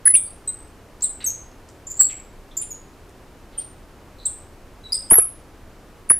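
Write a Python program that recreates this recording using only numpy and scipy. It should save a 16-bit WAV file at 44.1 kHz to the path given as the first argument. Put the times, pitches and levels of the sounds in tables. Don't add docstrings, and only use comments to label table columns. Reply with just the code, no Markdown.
import sys
import numpy as np
from scipy import signal
from scipy.fft import rfft, irfft, next_fast_len
from scipy.io import wavfile

SR = 44100
rng = np.random.default_rng(int(sys.argv[2]) if len(sys.argv) > 2 else 0)


def generate_wav(signal):
    frames = np.transpose(np.atleast_2d(signal))
    scaled = np.clip(frames, -1, 1) * 32767
    pcm = np.round(scaled).astype(np.int16)
    wavfile.write(sys.argv[1], SR, pcm)


N = 273046

# (time [s], length [s], starting pitch [Hz], settled pitch [Hz],
# level towards the end [dB], roughness [1], octave relative to fundamental [dB])
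SQUEAKS = [ (.053, .032, 10270, 10070, -5, .06, -39), (.138, 0.022, 9845, 9754, -4.5, 0.1, -42),
           (.157, .02, 9635, 8356, -13, 0.3, -29), (.252, 0.036, 4563, 4665, -54.5, 0.52, -35),
           (0.474, .022, 8036, 8190, -19, 0.12, -30.5), (1.020, .038, 7316, 8285, -17, 0.7, -26),
           (1.205, .026, 4003, 3867, -41, 1.06, -19), (1.241, 0.014, 8690, 7630, -18.5, 0.46, -30),
           (1.261, .022, 6730, 6270, -17.5, 0.01, -9.5), (1.290, 0.0196, 6180, 6770, -24.5, 0.54, -21),
           (1.867, .02, 7250, 7180, -29.5, .4, -35), (1.899, 0.023, 7200, 7000, -28, 0.7, -20),
           (1.969, .015, 7560, 7705, -31, 0.65, -22.5), (1.993, .009, 7650, 7860, -12.5, .2, -36),
           (1.998, .02, 7750, 7586, -4.5, .2, -18), (2.02, .011, 7770, 8380, -19, 0.5, -40),
           (2.086, 0.05, 4132, 2200, -46, 1.23, -16.5), (2.511, 0.015, 3600, 3373, -48, 1, -25),
           (2.568, 0.017, 7186, 7283, -19.5, 0.63, -16.5), (2.615, 0.0131, 10260, 8900, -22.5, 1.03, -22.5),
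           (2.704, 0.0218, 7120, 6710, -30, 0.07, -16), (3.577, .019, 9190, 8950, -22, 0.39, -32),
           (4.181, .06, 4130, 3997, -48.5, 0.9, -19), (4.253, .02, 7060, 8685, -16.5, 0.26, -26.5),
           (4.834, 0.067, 4000, 3872, -42, .1, -24), (4.921, .017, 4720, 5027, -15.5, 0.2, -10),
           (4.942, 0.02, 7970, 8580, -19, 0.28, -31.5), (6.091, 0.012, 9470, 9530, -20, .45, -40),
           (6.098, .017, 9600, 10530, -2.5, .13, -40), ]
SETTLE_POWER = 2.1
BUILD_SHARE = 0.12
GROWTH_DB = 5
RELEASE_S = 0.0058

# (time [s], pitch [Hz], level [dB])
SQUEAL_COURSE = [ (5.101, 8900, -17), (5.108, 9200, -15), (5.110, 10300, -4), (5.117, 10450, -7),
                 (5.119, 10795, -1), (5.124, 10805, -1), (5.126, 10950, -16), (5.133, 11280, -8.5),
                 (5.158, 11360, -14), (5.179, 10900, -15), (5.185, 10800, -2.5), (5.190, 10790, -2),
                 (5.192, 10050, -14), (5.203, 9270, -11), ]
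SQUEAL_ROUGH, SQUEAL_OCTAVE_DB = 0.1, -42.5

# (time [s], length [s], centre frequency [Hz], level [dB])
SCRAPES = [ (1.006, 0.0072, 5650, -46), (1.203, 0.039, 2390, -48.5), (1.225, .009, 4920, -49),
           (1.515, 0.0066, 5940, -59), (1.687, 0.0076, 6980, -49), (2.095, 0.02495, 2800, -47),
           (2.110, 0.0073, 6600, -45), (2.617, .021, 3120, -54), (3.093, .005, 7400, -54.5),
           (3.525, 0.035, 3390, -59), (3.590, 0.043, 4470, -56), ]
SCRAPE_SPREAD = 0.7

# (delay [s], level [dB])
ECHOES = [(.0031, -23), (.0057, -15), (.0094, -6.5), (0.015, -15.5), (0.0247, -23)]
# (frequency [Hz], time to fall by 60 dB [s])
REVERB_TIMES = [(300, 0.41), (2000, 0.59), (5000, .39), (8000, 0.34), (11000, 0.24), (15000, 0.11)]

MIRROR_HZ = [12100, 16000, 20000, 24200]
MIRROR_DB = [-26.5, -46, -32.5, -29.5]

# (frequency [Hz], relative density [dB])
AIR_SPECTRUM = [(12, -17.5), (20, 1.5), (32, -1.5), (55, -8), (85, -6.5), (162, -15), (355, -13.5),
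                (554, -17.5), (1250, -23.5), (1740, -27.5), (3040, -33), (3400, -35.5), (6650, -38.5),
                (12600, -43), (15800, -48)]
# (frequency [Hz], side minus mid [dB])
AIR_SIDE = [(60, -18), (240, -19.5), (950, -17), (3770, -7.5), (15000, -10)]
AIR_DB = -45

CONVERTER_RATE, EDGE_HZ = 32000, 15600


def gain_of(db):
    return 10 ** (np.asarray(db) / 20)


def evened(x):
    return x / np.sqrt(np.mean(x ** 2) + 1e-20)


def read(points, hz):
    table_hz, value = np.transpose(points)
    return np.interp(np.log(hz + 1), np.log(table_hz + 1), value)


def add(mix, start_s, sound):
    part = mix[round(start_s * SR):][:len(sound)]
    part += sound[:len(part)]


def band_noise(centre_hz, width_hz, size=8192):
    hz = np.fft.rfftfreq(size, 1 / SR)
    bell = 1 / (1 + ((hz - centre_hz) / width_hz * 2) ** 4)
    return evened(irfft(rfft(rng.standard_normal(size)) * bell))


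def swell(t, length, rise, fall):
    nearest_edge = np.minimum(t / rise, (length - t) / fall)
    return np.sin(np.pi / 2 * np.clip(nearest_edge, 0, 1)) ** 2


def stick_slip(glide, rough, octave_db, jitter=0.042, flutter=0.35, least_flutter=0.15, rasp_db=-42):
    size = len(glide)
    shake = band_noise(0, width_hz=1400)[:size]
    grip = band_noise(0, width_hz=780)[:size]
    phase = 2 * np.pi * np.cumsum(glide * (1 + jitter * rough * shake)) / SR
    tone = np.zeros(size)
    for k, db in enumerate([0, octave_db, octave_db - 17.5], 1):
        if k * glide.mean() < SR / 2:
            tone += gain_of(db) * np.sin(k * phase)
    strength = np.exp((least_flutter + flutter * rough) * grip)
    rasp = gain_of(rasp_db) * rough * band_noise(centre_hz=7980, width_hz=6100)[:size]
    return evened(tone * strength + rasp)


def squeak(length, start_hz, settled_hz, db, rough, octave_db):
    t = np.arange(0, length, 1 / SR)
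    remaining = abs(1 - t / length)
    glide = settled_hz + (start_hz - settled_hz) * remaining ** SETTLE_POWER
    level = gain_of(db + GROWTH_DB * (t / length - 1))
    envelope = swell(t, length, rise=BUILD_SHARE * length, fall=RELEASE_S)
    return level * stick_slip(glide, rough, octave_db) * envelope


def squeal(rise_s=0.0014):
    s, hz, db = np.transpose(SQUEAL_COURSE)
    length = s[-1] - s[0]
    t = np.arange(0, length, 1 / SR)
    tone = stick_slip(np.interp(s[0] + t, s, hz), SQUEAL_ROUGH, SQUEAL_OCTAVE_DB)
    level = gain_of(np.interp(s[0] + t, s, db))
    return s[0], level * tone * swell(t, length, rise=rise_s, fall=RELEASE_S)


def scrape(length, centre_hz, db):
    t = np.arange(0, length, 1 / SR)
    grit = np.exp(0.5 * band_noise(0, width_hz=1800))
    hiss = band_noise(centre_hz, SCRAPE_SPREAD * centre_hz)
    puff = evened((grit * hiss)[:len(t)])
    return gain_of(db) * puff * swell(t, length, rise=0.00052, fall=0.003)


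def garage(x, tail_db=-6, build_s=0.0081):
    hz, t, spectrum = signal.stft(rng.standard_normal(SR // 2), SR, nperseg=256)
    decay = gain_of(-60 * t / read(REVERB_TIMES, hz)[:, None])
    tail = signal.istft(spectrum * decay, SR, nperseg=256)[1]
    tail *= 1 - np.exp(-(np.arange(len(tail)) / SR / build_s) ** 2)
    response = gain_of(tail_db) * tail / np.linalg.norm(tail)
    response[0] += 1
    for delay, db in ECHOES:
        response[round(delay * SR)] += gain_of(db)
    return signal.fftconvolve(x, response)[:N]


def ghosts(x, above_hz=3500):
    size = next_fast_len(N)
    above = np.fft.rfftfreq(size, 1 / SR) > above_hz
    treble = np.fft.ifft(2 * rfft(x, size) * above, size)[:, :N]
    t = np.arange(N) / SR
    carriers = sum(gain_of(db) * np.exp(2j * np.pi * hz * t) for hz, db in zip(MIRROR_HZ, MIRROR_DB))
    return (carriers * treble.conj()).real


def air():
    size = next_fast_len(N)
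    hz = np.fft.rfftfreq(size, 1 / SR)
    mid, side = rfft(rng.standard_normal((2, size))) * gain_of(read(AIR_SPECTRUM, hz))
    side = side * gain_of(read(AIR_SIDE, hz))
    left_right = irfft(np.array([mid + side, mid - side]), size)[:, :N]
    return gain_of(AIR_DB) * evened(left_right)


def scene():
    tap = np.zeros(N)
    for start_s, *row in SQUEAKS:
        add(tap, start_s, squeak(*row))
    add(tap, *squeal())
    for start_s, *row in SCRAPES:
        add(tap, start_s, scrape(*row))
    return garage(tap) + air()


def record(dry, ceiling=0.56, knee=9, lopsided=0.025):
    seconds = N // SR + 1
    padded = np.pad(dry + ghosts(dry), ((0, 0), (0, seconds * SR - N)))
    sampled = signal.resample(padded, seconds * CONVERTER_RATE, axis=1)
    limit = ceiling * (1 + lopsided * np.sign(sampled))
    clipped = sampled / (1 + abs(sampled / limit) ** knee) ** (1 / knee)
    out = signal.resample(clipped, seconds * SR, axis=1)[:, :N]
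    low_pass = signal.firwin(511, EDGE_HZ, window=("kaiser", 9), fs=SR)
    return signal.oaconvolve(out, low_pass[None], "same")


dry = scene()
out = record(dry)
generate_wav(out)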